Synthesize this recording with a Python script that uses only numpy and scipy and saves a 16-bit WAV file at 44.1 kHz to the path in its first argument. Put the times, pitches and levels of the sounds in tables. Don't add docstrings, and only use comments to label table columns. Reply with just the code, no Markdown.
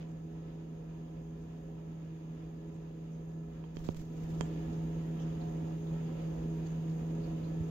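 import sys
import numpy as np
from scipy import signal
from scipy.fft import rfft, irfft, next_fast_len
from scipy.io import wavfile
from scipy.ndimage import uniform_filter1d

SR = 44100
rng = np.random.default_rng(int(sys.argv[2]) if len(sys.argv) > 2 else 0)


def to_wav(s):
    ch = np.atleast_2d(s).T
    pcm = np.round(np.clip(ch, -1, 1) * 32767)
    wavfile.write(sys.argv[1], SR, pcm.astype(np.int16))


N = 339549
TIME = np.arange(N) / SR

# (time [s], level [dB], length [s], pitch [Hz], width of each pass [Hz])
GRAINY_BURSTS = [(0.0, -55, 0.027, 1300, 2990), (0.07, -71, .06, 7000, 1500),
                 (1.414, -67, .012, 7040, 4000), (2.735, -69, .025, 7200, 3000),
                 (3.115, -65.5, 0.027, 6340, 900), (4.728, -69, .01, 4970, 3000),
                 (5.186, -62, 0.03, 3020, 850), (5.188, -66, 0.037, 5900, 1600),
                 (5.405, -67.5, 0.026, 4000, 1600), (5.864, -68, 0.022, 3600, 1000),
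                 (6.647, -69, .025, 4400, 1300), (6.65, -65, 0.05, 6550, 1100),
                 (6.88, -70, 0.027, 4500, 3500), (7.205, -68, 0.048, 4430, 900),
                 (7.435, -70, 0.028, 4250, 900)]


def from_db(db):
    return 10 ** (np.asarray(db) / 20)


def rms_one(x):
    return x / np.sqrt(np.mean(x ** 2) + 1e-20)


def at_hz(points, hz, axis=1):
    table = np.array(points)
    return np.interp(np.log(hz + 1), np.log(table[:, 0]), table[:, axis])


def butter(x, hz, kind, order=2):
    return signal.sosfilt(signal.butter(order, hz, kind, fs=SR, output="sos"), x)


def resonate(x, hz, width_hz):
    r = np.exp(-np.pi * width_hz / SR)
    feedforward = np.array([1, 0, -1]) * (1 - r * r) / 2
    feedback = [1, -2 * r * np.cos(2 * np.pi * hz / SR), r * r]
    return signal.lfilter(feedforward, feedback, x)


def resonate_twice(x, hz, width_hz):
    return resonate(resonate(x, hz, width_hz), hz, width_hz)


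def drift(rate):
    step = 100
    r = np.exp(-2 * np.pi * rate * step / SR)
    chance = rng.standard_normal(N // step + 2002)
    slow = signal.lfilter([1], [1, -2 * r, r * r], chance)[2000:]
    return np.interp(np.arange(N) / step, np.arange(len(slow)), rms_one(slow))


def swell(start, length):
    age = np.clip((TIME - start) / (length / 2), 0, 20)
    return age * np.exp(1 - age)


def treble_ripple(hz, spacing_hz=30, ripple_db=3.5):
    knots = np.arange(0, SR, spacing_hz)
    ripple = np.array([np.interp(hz, knots, row) for row in rng.standard_normal((2, len(knots)))])
    depth = np.interp(hz, [400, 1200, 7500, 11000], [0, 1, 1, .5])
    gain = from_db(ripple_db * depth * ripple)
    local_power = uniform_filter1d(gain ** 2, size=4001)
    return gain / np.sqrt(local_power)


def stereo_noise(spectrum):
    # (frequency [Hz], coherence [0-1])
    likeness = [(60, 0.9), (200, 0.95), (380, 0.79), (700, 0.078), (1300, 0)]
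    size = next_fast_len(N)
    hz = np.arange(size // 2 + 1) * SR / size
    mid, side = rfft(rng.standard_normal((2, size)))
    alike = at_hz(likeness, hz)
    pair = np.sqrt(1 + alike) * mid + np.sqrt(1 - alike) * side * [[1], [-1]]
    colour = from_db([at_hz(spectrum, hz, axis=1), at_hz(spectrum, hz, axis=2)])
    noise = irfft(pair * colour * treble_ripple(hz), size)[:, :N]
    return noise * np.sqrt(SR) / 2


def motor(partials, hz, wander, wander_rate, flutter_db, flutter_rate):
    angle = 2 * np.pi * np.cumsum(hz * (1 + wander * drift(wander_rate))) / SR
    out = np.zeros((2, N))
    for multiple, left_db, right_db, lag in partials:
        phase = round(multiple) * angle + rng.uniform(0, 2 * np.pi)
        waver = np.sqrt(2) * from_db(flutter_db * drift(flutter_rate))
        out += waver * from_db([[left_db], [right_db]]) * np.sin([phase, phase - lag])
    return out


def compressor(shaft_hz=59.17):
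    # (multiple of the shaft rate, rounded in use [ratio], left [dB], right [dB], right lag [rad])
    shaft_partials = [(1, -55.5, -56.5, 0.3), (5.033, -67.5, -58, 1), (6.02, -64.5, -67, 1.5),
                      (6.994, -57, -55.5, 0), (8.02, -66, -61.5, 0.96), (8.91, -72, -58, 2.5),
                      (10, -79.5, -78, 0.5), (11.01, -68, -67.5, 2.5), (12.09, -68.5, -61, 2.5),
                      (13.05, -76, -74.5, 1.5), (14.95, -86, -70.5, 4.5), (15.9, -78, -68, -4),
                      (16.86, -79, -76, 1.5), (20.2, -75, -80, -1.5), (20.3, -86.5, -81.5, 0.5),
                      (21.84, -88.5, -77.5, 5), (24.97, -86.5, -89, 1), (28.8, -73.5, -94, 2.5),
                      (32.9, -84.5, -88, 0), (45, -90.5, -91.5, -4.5), (54, -84.5, -87, -2),
                      (63.1, -90, -86.5, 3.5), (79, -84, -93, 4.5)]
    return motor(shaft_partials, shaft_hz, wander=0.00035, wander_rate=1.2, flutter_db=3.0, flutter_rate=4.3)


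def fan(turning_hz=80.93):
    # (multiple of the turning rate [ratio], left [dB], right [dB], right lag [rad])
    fan_partials = [(2, -38.5, -37.5, 0.12), (3, -57.5, -55, -0.13), (4, -56, -52, 0.67)]
    return motor(fan_partials, turning_hz, wander=0.0015, wander_rate=2.12, flutter_db=1.2, flutter_rate=9.6)


def moving_air(gust_db=0.8, gust_rate=5.2, patchy_db=1.0, patchy_rate=4, patch_width=0.73):
    # (frequency [Hz], left density [dB per Hz], right density [dB per Hz])
    air_spectrum = [(17.9, -96, -91.5), (35, -71.5, -73), (70, -71.5, -71), (150, -74, -73),
                    (215, -73.5, -73), (293, -73.5, -73), (524, -83.5, -79), (720, -88, -85),
                    (984, -93, -89), (1330, -93.5, -95), (2250, -101.5, -99.5), (2400, -100, -96),
                    (3720, -104, -103.5), (4140, -109, -108.5), (4770, -105, -111), (5560, -107, -113),
                    (7550, -126, -145)]
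    patch_centres = [910, 1700, 2830]
    air = stereo_noise(air_spectrum) * from_db(gust_db * drift(gust_rate))
    patches = np.zeros((2, N))
    for hz in patch_centres:
        extra_gain = from_db(patchy_db * drift(patchy_rate)) - 1
        patches += resonate(air, hz, patch_width * hz) * extra_gain
    return air + patches


def duct():
    # (frequency [Hz], width of each pass [Hz], level [dB])
    duct_modes = [(243.6, 20, -58), (323.5, 14, -59)]
    flow = rng.standard_normal(N)
    return sum(from_db(db) * rms_one(resonate_twice(flow, hz, width)) for hz, width, db in duct_modes)


def fridge():
    return compressor() + fan() + moving_air() + duct()


def hiss(waver_db=0.4, waver_rate=4):
    # (frequency [Hz], left density [dB per Hz], right density [dB per Hz])
    hiss_spectrum = [(6000, -116, -122), (6040, -100, -111), (6580, -95.5, -110), (7340, -104, -115),
                     (7630, -116, -136), (8200, -116, -138), (8400, -117, -124), (10300, -131, -120),
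                     (10750, -119, -113), (13200, -115, -115), (15400, -118, -118)]
    return butter(stereo_noise(hiss_spectrum), 5400, "high") * from_db(waver_db * drift(waver_rate))


def grainy_noise(grain_db=4.0, grain_rate=130):
    grain = rms_one(from_db(2 * grain_db * np.tanh(drift(grain_rate) / 2)))
    return grain * rng.standard_normal((2, N))


def grainy_burst(grainy, s, db, length, hz, width_hz):
    rustle = butter(resonate_twice(grainy, hz, width_hz), 7300, "low", order=8)
    return from_db(db) * swell(s, length) * rms_one(rustle)


def opening_rustle():
    return grainy_burst(grainy_noise(), *GRAINY_BURSTS[0])


def kitten(licking_db=-76, licking_swing_db=5.5, licking_rate=9):
    grainy = grainy_noise()
    nudges = sum(grainy_burst(grainy, *nudge) for nudge in GRAINY_BURSTS[1:])
    licking = rms_one(butter(grainy, [900, 3600], "band", order=3))
    licking_gain = from_db(licking_db + licking_swing_db * np.tanh(drift(licking_rate)))
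    return nudges + licking_gain * licking


def touch(thump_db, thump_hz, click_db, corner_hz, top_hz, ring_share, node_hz, node_width=0.14,
          crack_db=-2, spread_db=3.0, dip_hz=9500, dip_width_hz=1500, bass_hz=145):
    # (frequency [Hz], width [Hz], level [dB])
    casing = [(550, 160, 1), (950, 170, 2.5), (1200, 120, -11), (1720, 59, 3), (2570, 160, -11),
              (3180, 43, 8.5), (4530, 580, -6.5), (6900, 560, 8.5)]
    blow = signal.unit_impulse(2048)
    thump = butter(butter(blow, thump_hz, "low", order=3), bass_hz, "high")
    contact = butter(butter(blow, corner_hz, "low", order=1), 100, "high")
    ring = np.zeros(len(blow))
    for hz, width_hz, db in casing:
        ring += from_db(db + spread_db * rng.uniform(-1, 1)) * resonate(contact, hz, width_hz)
    sharp = butter(contact, 12000, "high", order=4)
    crack = from_db(crack_db) * butter(sharp, top_hz, "low", order=1)
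    click = butter(contact + ring_share * ring, top_hz, "low", order=5) + crack
    click = click - resonate(click, node_hz, node_width * node_hz)
    click = click - resonate(click, dip_hz, dip_width_hz)
    click_peak, thump_peak = np.abs(click).max(), np.abs(thump).max()
    return from_db(click_db) * click / click_peak + from_db(thump_db) * thump / thump_peak


def fingers(far_db=-21, far_delay_s=0.0052, scuff_db=-38, room_db=-51):
    # (time [s], thump peak [dB], thump top [Hz], click peak [dB], click low-pass corner [Hz],
    #           click top [Hz], share of casing ring [ratio], node [Hz])
    touches = [(3.6403, -58, 330, -31, 700, 3500, 3, 1900),
               (3.7692, -22.5, 420, -22.5, 2200, 6000, 1.2, 4050),
               (3.8886, -30, 330, -22.5, 4200, 4550, 0.53, 2000),
               (3.8892, -12, 405, -37, 600, 1610, 1.5, 2000),
               (3.9465, -63, 330, -30.5, 1600, 14500, .8, 5800),
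               (3.967, -79, 330, -31, 4000, 15500, .45, 1700),
               (3.9704, -71, 330, -30, 6000, 15500, .2, 7200),
               (3.998, -75, 330, -35, 5000, 15500, .2, 7200),
               (4.4097, -25, 398, -15.5, 427, 8750, 0.98, 4060)]
    knocks = np.zeros(N)
    for s, *contact in touches:
        sound, at = touch(*contact), round(s * SR)
        knocks[at:at + len(sound)] += sound
    age = TIME[:SR // 5]
    scuff = from_db(scuff_db) * np.exp(-age / .007) * [[.25], [1]]
    room = from_db(room_db) * np.exp(-age / 0.062)
    tails = (scuff + room) * rng.standard_normal((2, len(age)))
    trail = signal.fftconvolve(butter(knocks, 840, "high")[None], tails)[:, :N]
    far = from_db(far_db) * np.interp(TIME - far_delay_s, TIME, knocks)
    return np.array([far, knocks]) + trail


def slide(uneven_db=3.5, uneven_rate=30):
    # (time [s], level on top of the skin colour [dB], attack [s], hold [s], release [dB per s])
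    strokes = [(3.74, -2, 0.017, 0.13, 38), (3.878, -5, 0.06, 0.08, 43), (4.14, -4.5, .06, .22, 28)]
    # (frequency [Hz], left density [dB per Hz], right density [dB per Hz])
    skin_spectrum = [(40, -78.5, -67.5), (312, -92, -84), (1190, -104, -101), (3980, -109, -105),
                     (7300, -101, -108), (8000, -115, -128), (9500, -126, -121), (12000, -116, -112),
                     (15900, -118, -114)]
    power = np.zeros(N)
    for s, db, attack, hold, release_db_per_s in strokes:
        age = TIME - s
        eased_db = release_db_per_s * np.maximum(age - attack - hold, 0)
        power += (np.clip(age / attack, 0, 1) * from_db(db - eased_db)) ** 2
    pressure = np.sqrt(power) * from_db(uneven_db * drift(uneven_rate))
    return pressure * stereo_noise(skin_spectrum)


def scuffs(left_db=-12):
    # (time [s], level [dB], length [s], pitch [Hz], width of each pass [Hz])
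    catches = [(3.7595, -57, .006, 6400, 1800), (3.766, -55, .007, 3000, 1800),
               (3.799, -52, 0.0064, 1040, 500), (3.8635, -50, 0.0058, 3780, 2600),
               (3.865, -51, .004, 6740, 1200), (3.897, -55, .005, 6600, 1600),
               (3.9072, -54, .003, 4000, 1800), (4.411, -61, .035, 7000, 1300)]
    friction = rng.standard_normal((2, N))
    rubs = np.zeros((2, N))
    for s, db, length, hz, width_hz in catches:
        rubs += from_db(db) * swell(s, length) * rms_one(resonate_twice(friction, hz, width_hz))
    return butter(rubs, 7800, "low", order=6) * from_db([[left_db], [0]])


def grip(left_db=-9):
    # (time [s], level [dB], length [s], pitch [Hz])
    bumps = [(3.892, -27, 0.011, 88), (4.387, -40, 0.029, 76), (4.659, -44, 0.05, 68),
             (7.603, -30, 0.013, 89)]
    rocking = np.zeros(N)
    for s, db, length, hz in bumps:
        rocking += from_db(db) * swell(s, length) * np.sin(2 * np.pi * hz * (TIME - s))
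    return rocking * from_db([[left_db], [0]])


def zoom_gain(start_s=4.02, ramp_s=0.3, wide_db=-6.5, close_db=0.3):
    progress = np.clip((TIME - start_s) / ramp_s, 0, 1)
    return from_db(wide_db + (close_db - wide_db) * progress)


def scene():
    heard = fridge() + hiss() + opening_rustle() + kitten() + fingers() + scuffs() + grip()
    return zoom_gain() * heard + slide()


def record(dry):
    return signal.sosfilt(signal.ellip(12, .1, 80, 15750, fs=SR, output="sos"), dry)


dry = scene()
out = record(dry)
to_wav(out)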